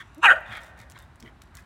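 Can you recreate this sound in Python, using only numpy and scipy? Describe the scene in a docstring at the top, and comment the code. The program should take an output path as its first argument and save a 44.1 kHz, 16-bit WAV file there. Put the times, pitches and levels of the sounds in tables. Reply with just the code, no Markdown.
"""A small collie stands on an asphalt court between brick walls, over a low outdoor rumble.
A paw scuffs, claws tick and a soft grunt leads into one hoarse bark at about 0.22 s: vocal-fold
pulses and turbulent air excite the throat resonances, and the pitch falls as the mouth closes.
The walls reflect the bark and the court reverberates. From about 0.45 s the dog jumps at a tethered
ball, heard as its footwork: impacts make ticks and thuds, friction makes scuffs and squeaks."""
import sys
import numpy as np
from scipy import signal
from scipy.io import wavfile
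from scipy.ndimage import uniform_filter1d, minimum_filter1d

SR = 44100
rng = np.random.default_rng(int(sys.argv[2]) if len(sys.argv) > 2 else 0)


def file_out(sig):
    """Save sig as 16-bit WAV at sys.argv[1]."""
    # one column per channel
    cols = np.atleast_2d(sig).T
    # limit, then scale
    lim = np.clip(cols, -1, 1)
    pcm = np.round(lim * 32767).astype(np.int16)
    wavfile.write(sys.argv[1], SR, pcm)


N = 72765
T = np.arange(N) / SR

# Fundamental of the bark. Each row: time in seconds, frequency in Hz.
BARK_PITCH = [(.22, 562.3), (.243, 533.2), (.25, 482.5), (.258, 420.1), (.272, 392.7), (.284, 371.6),
              (.3, 374), (.32, 380), (.338, 294)]
# Hoarseness. Each row: time in seconds, roughness 0-1, depth 0-1 of a throb on every third fold pulse.
HOARSENESS = [(.225, .75, .2), (.243, .5, .4), (.258, .36, .2), (.28, .18, .1), (.295, .5, .35),
              (.31, .58, .5), (.324, .33, .2), (.335, .62, .2)]
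# Throat resonances. Each row: time in seconds, then the centres of four formants in Hz.
FORMANTS = [(.225, 1016, 1410, 2710, 3700), (0.241, 1078, 1515, 2770, 3810), (0.259, 845, 1485, 2623, 3810),
            (0.283, 830, 1685, 2500, 3746), (0.301, 730, 1521, 2758, 3700), (.318, 620, 1569, 3020, 3744),
            (.336, 546, 1520, 2980, 3896)]
# Each entry: bandwidth in Hz of one formant's resonator, which the sound passes twice.
FORMANT_WIDTHS = [416.5, 696, 810, 612]
# Envelope of the bark. Each row: time in seconds, four formant levels ahead of the muzzle in dB, hiss
# level in dB.
BARK_LEVELS = [(.212, -63, -67.5, -68, -77, -75), (.222, -43, -53.5, -46, -56.5, -66.5),
               (.232, -22.5, -23, -29.5, -54, -44), (.244, -12, -17, -17.5, -36.5, -42.5),
               (.258, -14.5, -18, -11.5, -42.5, -34), (.27, -20.5, -16.5, -15, -61.5, -45.5),
               (.284, -23.5, -13.5, -52, -41.5, -50), (.304, -33, -11.5, -25, -64, -45.5),
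               (.316, -29, -9.5, -25, -70.5, -46.5), (.326, -36.5, -15, -32.5, -75, -54),
               (.337, -29, -40.5, -58, -69, -53.5), (.35, -80, -74, -87.5, -85, -87)]
# Transfer function of the muzzle. Each row: frequency in Hz, gain in dB.
MUZZLE_GAIN = [(60, -30), (200, -16.5), (370, -9.5), (480, 3.5), (620, 2.5), (850, -5.5), (1100, -2.5),
               (1340, 4), (1520, -0.5), (1730, 0.5), (1880, 4.5), (2130, -0.5), (2450, 0), (3100, -3),
               (3450, -1.5), (3800, 2.5), (4300, 0), (4900, -10), (16000, -44.5)]
# Bright treble peaks. Each row: centre in Hz at mid-bark, bandwidth in Hz, relative gain in dB.
HISS_PEAKS = [(4420, 420, 0), (5400, 97, -2), (6640, 830, 3), (7930, 744, 4), (8770, 1100, 0),
              (10010, 240, -3.5), (11290, 900, -5), (15300, 900, -17)]
# Claw strikes. Each row: start in seconds, relative level in dB, frequency ratio to the usual tick.
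CLAW_STRIKES = [(0.147, -42.5, 1.2), (0.181, -44.5, 1.4), (.361, -39, 0.71), (.406, -47, 1.9),
                (0.524, -46, 1.71), (0.571, -37, 1.27), (0.635, -37, 0.94), (.802, -40, 0.7),
                (0.815, -38.5, 0.78), (0.8992, -35, 0.91), (0.907, -39, 0.95), (0.9143, -38, 1.06),
                (0.921, -36, 0.95), (0.977, -37, 0.42), (0.989, -36.5, 1.25), (1.002, -41, 0.4),
                (1.024, -42, 2.77), (1.158, -47, 1.35), (1.201, -37, 1.02), (1.205, -36, 0.89),
                (1.226, -34.5, 0.54), (1.418, -35, 0.39), (1.42, -36, 0.81), (1.437, -46.5, 0.85),
                (1.5526, -31, 1.2), (1.57, -30, 0.82)]
# Spectrum of the usual tick and of grit. Each row: frequency in Hz, relative level in dB.
TICK_SPECTRUM = [(100, -40.5), (1200, -13.5), (2800, -2), (4500, -1.5), (7000, 1), (10000, -4), (13000, -9),
                 (16000, -8), (30000, -27)]
# Sliding paws. Each row: start in seconds, length in seconds, body level in dB, body centre in Hz,
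# rasp centre in Hz, grit level in dB.
PAW_SLIDES = [(-.012, 0.041, -40, 1823, 3390, -60.5), (0.452, 0.15, -47, 1720, 3560, -70),
              (0.507, 0.095, -38.5, 1983, 3250, -69), (0.595, 0.12, -55, 1800, 3620, -63),
              (0.766, 0.085, -55, 2009, 3710, -64.5), (0.947, 0.035, -53.5, 1954, 3980, -84),
              (0.967, 0.089, -55.5, 1670, 3610, -66), (1.217, 0.091, -54, 334, 1078, -74),
              (1.247, 0.057, -53.5, 1900, 3150, -81), (1.541, 0.09, -53.5, 1760, 2000, -63)]
# Spectrum of a scuff centred on SCUFF_CENTRE_HZ. Each row: frequency in Hz, relative level in dB.
SCUFF_SPECTRUM = [(100, -17), (600, -18), (950, -27), (1150, 0), (1400, -2.5), (1750, 2.5), (2150, 0),
                  (2600, -21), (3150, -10.5), (3900, -18), (4800, -27), (9000, -31), (16000, -43)]
# Pad squeaks. Each row: start in seconds, length in seconds, fundamental in Hz, base level in dB.
PAD_SLIPS = [(0.959, 0.0058, 1091, -46), (0.9636, 0.0063, 527, -41), (1.258, 0.0091, 988, -45.5),
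             (1.582, 0.013, 836, -47.5)]
# Each entry: level in dB of one squeak harmonic against the base level, fundamental first.
SQUEAK_HARMONICS = [-24, -1.5, -5, -20]
# Paw thuds. Each row: start in seconds, frequency in Hz, peak level of the fundamental in dB.
PAW_IMPACTS = [(0.484, 106.8, -40.5), (0.787, 103, -48.5), (0.932, 109.2, -51.5), (1.216, 227.5, -48),
               (1.238, 123.3, -49), (1.53, 74, -42.5)]
# Wall echoes. Each row: delay in seconds, level in dB ahead of WALL_GAIN.
REFLECTIONS = [(.005, -11.5), (0.012, -16.5), (.035, -18), (0.053, -20.5), (0.069, -25), (.11, -35.5),
               (0.171, -43), (0.519, -54)]
# Filter on all reflected sound. Each row: frequency in Hz, gain in dB.
WALL_GAIN = [(50, -46.5), (350, 0.5), (500, 3.5), (650, 9), (820, 2.5), (1000, 1.5), (1300, -4), (1560, -5),
             (1880, 0), (2100, 1), (2700, -4), (4000, 1), (8000, -2.5), (16000, -1)]
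# Reverberation time of the court. Each row: frequency in Hz, seconds to decay by 60 dB.
REVERB_TIMES = [(100, 6), (600, 1.91), (1700, 1.31), (1880, 1.75), (2100, 1.15), (6000, 1.2), (16000, 0.6)]
# Outdoor background. Each row: frequency in Hz, relative spectral density in dB.
AMBIENT_SPECTRUM = [(15, -27), (35, -10), (60, 2), (85, -2), (120, -4.5), (170, -11), (260, -14),
                    (370, -18.5), (490, -29.5), (650, -19.5), (900, -17.5), (1700, -22), (2600, -30.5),
                    (5000, -40.5), (10000, -49), (16000, -58)]

JITTER, SHIMMER, WOBBLE_S = 0.0606, 0.013, 0.001964  # rms pitch (at roughness 1), rms gain, memory
FOLD_LAG = 0.3524  # spread of each fold pulse, in radians per harmonic number squared
PUFF_FLOOR, PUFF_DECAY_CYCLES, HISS_DECAY_CYCLES = 0.68, 0.29, 0.35
CHEST_HZ, CHEST_WIDTH_HZ, CHEST_DB = 336, 510, -45
HISS_RISE_PER_S, MID_BARK_S = 1.1, .275
GRUNT_START_S, GRUNT_LENGTH_S, GRUNT_HZ, GRUNT_RISE_HZ = .161, .054, 257, 112
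GRUNT_DB, GRUNT_DB_PER_OCTAVE = -39, -12.5
TICK_DECAY_S, TICK_GAIN_DB, RING_DECAY_S, RING_DB = 0.0013, -8, 0.0022, -33.5
SCUFF_CENTRE_HZ, SCUFF_SKEW, SCUFF_SQUARENESS = 1829, 0.77, 0.67
RASP_WIDTH_HZ, RASP_RELATIVE_DB, GRIT_SPREAD_DB = 250, -9.5, 2.5
THUD_RISE_S, THUD_OVERTONE_DB = 0.02, -10
ECHO_SMEAR_S, TAIL_DELAY_S, TAIL_DB = 0.0036, 0.021, -24.5
AMBIENT_DB, DRONE_HZ, DRONE_WIDTH_HZ, DRONE_DB = -53, 60, 36, -56


def bark():
    """Source and filter: fold pulses and puffs of air excite moving formants, muzzle and chest."""
    (hz,), (roughness, throb) = curves(BARK_PITCH), curves(HOARSENESS)
    cycles = np.cumsum(hz * (1 + JITTER * roughness * wobble())) / SR
    folds = unit(sum(np.cos(2 * np.pi * k * cycles - FOLD_LAG * k ** 2) for k in np.arange(1, 15)))
    folds *= 1 + SHIMMER * wobble()
    airflow = unit(PUFF_FLOOR + np.exp(-(cycles % 1) / PUFF_DECAY_CYCLES))
    breath = unit(signal.lfilter(*signal.butter(2, 5500, fs=SR), rng.standard_normal(N)))
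    puffs = airflow * breath
    source = (1 - roughness) * folds + roughness * puffs
    *formant_db, hiss_db = curves(BARK_LEVELS)
    voice = sum(amp(db) * steady(resonate_twice(source, centre, width), size=220)
                for db, centre, width in zip(formant_db, curves(FORMANTS), FORMANT_WIDTHS))
    voice *= (1 + throb * np.cos(2 * np.pi * cycles / 3)) / np.sqrt(1 + throb ** 2 / 2)  # subharmonics
    chest_db = CHEST_DB + (formant_db[1] - formant_db[1].max()) / 2  # follows the second formant
    chest = amp(chest_db) * unit(resonate_twice(puffs, CHEST_HZ, CHEST_WIDTH_HZ))
    return colour(voice, MUZZLE_GAIN) + chest + amp(hiss_db) * hiss(cycles)


def wobble():
    """Vocal-fold perturbation: low-passed noise of rms 1 for quick unsteadiness in pitch or level."""
    smoothed = uniform_filter1d(rng.standard_normal(N), size=40)
    return unit(signal.lfilter([1], [1, -np.exp(-1 / (WOBBLE_S * SR))], smoothed))


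def hiss(cycles):
    """Band-pass filtering of pulsed noise: bright treble peaks that rise slightly through the bark."""
    pulsed = unit(np.exp(-(cycles % 1) / HISS_DECAY_CYCLES)) * rng.standard_normal(N)
    climb = 1 + np.clip(HISS_RISE_PER_S * (T - MID_BARK_S), -.1, .1)
    return unit(sum(amp(db) * resonate(pulsed, hz * climb, width) for hz, width, db in HISS_PEAKS))


def grunt():
    """Closed-mouth voicing: a short rising tone with weak upper harmonics as the dog winds up."""
    elapsed = progress(GRUNT_START_S, GRUNT_LENGTH_S)
    phase = 2 * np.pi * np.cumsum(GRUNT_HZ + GRUNT_RISE_HZ * elapsed) / SR
    tone = sum(amp(GRUNT_DB_PER_OCTAVE * np.log2(k)) * np.sin(k * phase) for k in np.arange(1, 5))
    return amp(GRUNT_DB) * np.sin(np.pi * elapsed) ** 2 * tone


def claws():
    """Hard impact: the brief contact of a claw gives a broadband burst with a faint, slower decay."""
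    out, age = np.zeros(N), T[:SR // 16]
    decay = np.exp(-age / TICK_DECAY_S) + amp(RING_DB) * np.exp(-age / RING_DECAY_S)
    for start, db, stretch in CLAW_STRIKES:
        tick = amp(db + TICK_GAIN_DB) * decay * noise(TICK_SPECTRUM, stretch, len(age))
        slot = out[round(start * SR):][:len(tick)]
        slot += tick[:len(slot)]
    return out


def scuffs():
    """Sliding friction: pads on asphalt give a soft body of noise, a narrow rasp and rolling grit."""
    out = np.zeros(N)
    for start, length, body_db, body_hz, rasp_hz, grit_db in PAW_SLIDES:
        stroke = abs(np.sin(np.pi * progress(start, length) ** SCUFF_SKEW)) ** SCUFF_SQUARENESS
        grains = rng.standard_normal(N) * amp(GRIT_SPREAD_DB * np.minimum(rng.exponential(1, N), 5))
        grains *= rng.random(N) < .08  # sparse contacts
        grit = unit(colour(grains, TICK_SPECTRUM))
        body = noise(SCUFF_SPECTRUM, body_hz / SCUFF_CENTRE_HZ)
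        rasp = amp(RASP_RELATIVE_DB) * unit(resonate(rng.standard_normal(N), rasp_hz, RASP_WIDTH_HZ))
        out += stroke * grip() * (amp(body_db) * (body + rasp) + amp(grit_db) * grit)
    return out


def grip(spread_db=2, patch_s=0.0034):
    """Amplitude modulation by the uneven grip of a sliding pad, as a gain of rms 1."""
    patches = unit(uniform_filter1d(rng.standard_normal(N), int(patch_s * SR)))
    return unit(amp(spread_db * patches))


def squeaks():
    """Stick-slip oscillation: a pad catches and slips for a few cycles, giving a tiny harmonic tone."""
    out = np.zeros(N)
    for start, length, hz, db in PAD_SLIPS:
        swell = np.sin(np.pi * progress(start, length))
        cycles = hz * (T - start)
        for k, harmonic_db in enumerate(SQUEAK_HARMONICS, 1):
            out += swell * amp(db + harmonic_db) * np.sin(2 * np.pi * (k * cycles + rng.random()))
    return out


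def thuds():
    """Soft impact: the slow push of a landing or a spring carries only low frequencies."""
    out = np.zeros(N)
    for start, hz, db in PAW_IMPACTS:
        age = np.maximum(T - start, 0)
        rise, phase = age / THUD_RISE_S, 2 * np.pi * hz * age
        push = (rise * np.exp(1 - rise)) ** 2
        out += amp(db) * push * (np.sin(phase) + amp(THUD_OVERTONE_DB) * np.sin(2 * phase))
    return out


def court(x):
    """Reflection: the walls return smeared echoes and a thin tail that dies faster in the treble."""
    hz, t, spectra = signal.stft(rng.standard_normal(N), SR, nperseg=256)
    decay = amp(-60 * t / value_at(REVERB_TIMES, hz)[:, None])
    tail = signal.istft(spectra * decay, SR, nperseg=256)[1][:N]
    tail *= progress(TAIL_DELAY_S, TAIL_DELAY_S)  # waits, then fades in
    response = amp(TAIL_DB) * tail / np.linalg.norm(tail)
    for delay, db in REFLECTIONS:
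        slap = rng.standard_normal(N) * (T >= delay) * np.exp(-abs(T - delay) / ECHO_SMEAR_S)
        response += amp(db) * slap / np.linalg.norm(slap)
    return signal.fftconvolve(x, colour(response, WALL_GAIN))[:N]


def background():
    """Ambient noise: the broadband rumble of a distant town and a wavering narrow-band drone."""
    drone = steady(resonate(rng.standard_normal(N), DRONE_HZ, DRONE_WIDTH_HZ), size=8000)
    return amp(AMBIENT_DB) * noise(AMBIENT_SPECTRUM) + amp(DRONE_DB) * drone


def amp(db):
    """Amplitude ratio of a level in decibels."""
    return 10 ** (np.asarray(db) / 20)


def unit(x):
    """Normalisation to rms 1."""
    return x / np.sqrt(np.mean(x ** 2) + 1e-20)


def steady(x, size):
    """Gain control: holds the short-term rms near 1, smoothing twice over size samples."""
    power = uniform_filter1d(uniform_filter1d(x ** 2, size), size)
    return x / np.sqrt(abs(power) + 1e-12)


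def progress(start, length):
    """Linear ramp from 0 to 1 across an event timed in seconds."""
    return np.clip((T - start) / length, 0, 1)


def curves(table):
    """Linear interpolation of each column of a timed table at every sample."""
    times, *columns = np.transpose(table)
    return [np.interp(T, times, column) for column in columns]


def value_at(table, hz):
    """Interpolation of a table on a logarithmic frequency axis."""
    frequencies, values = np.transpose(table)
    return np.interp(np.log(hz + 1), np.log(frequencies + 1), values)


def colour(x, spectrum, stretch=1):
    """Minimum-phase filtering by a spectrum whose frequencies are multiplied by stretch."""
    size = 4096
    hz = abs(np.fft.fftfreq(size, 1 / SR))
    log_gain = np.log(amp(value_at(spectrum, hz / stretch)))
    taps = np.fft.ifft(np.exp(np.conj(signal.hilbert(log_gain)))).real
    return signal.fftconvolve(x, taps[:size // 2])[:len(x)]


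def noise(spectrum, stretch=1, samples=N):
    """Spectral shaping of white noise, at rms 1."""
    return unit(colour(rng.standard_normal(samples), spectrum, stretch))


def resonate(x, hz, width):
    """Resonance by heterodyning: shifts hz, fixed or moving, to zero, low-passes and shifts back."""
    carrier = np.exp(2j * np.pi * np.cumsum(hz * np.ones(N)) / SR)
    pole = np.exp(-np.pi * width / SR)
    baseband = signal.lfilter([(1 - pole) ** 2], [1, -2 * pole, pole * pole], x / carrier + 1e-18)
    return 2 * (carrier * baseband).real


def resonate_twice(x, hz, width):
    """Two equal resonances in cascade give a narrower, steeper band."""
    return resonate(resonate(x, hz, width), hz, width)


def scene():
    """Superposition of the dog's direct sound, its reflections and the background."""
    dog = bark() + grunt() + claws() + scuffs() + squeaks() + thuds()
    return (dog + court(dog) + background())[None]


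def record(dry):
    """Band and peak limiting: a low cut, a quick limiter and a steep treble cut."""
    low_cut_hz, high_cut_hz, ceiling_db, hold_s = 42, 16000, -3.3, 0.0012
    x = signal.lfilter(*signal.butter(3, low_cut_hz, "high", fs=SR), dry[0])
    hold = int(hold_s * SR)
    gain = np.minimum(1, amp(ceiling_db) / (abs(x) + 1e-9))
    x *= uniform_filter1d(minimum_filter1d(gain, hold), hold)
    low_pass = signal.firwin(511, high_cut_hz, window=("kaiser", 9), fs=SR)
    return signal.oaconvolve(x, low_pass, "same")[None]


dry = scene()
out = record(dry)
file_out(out)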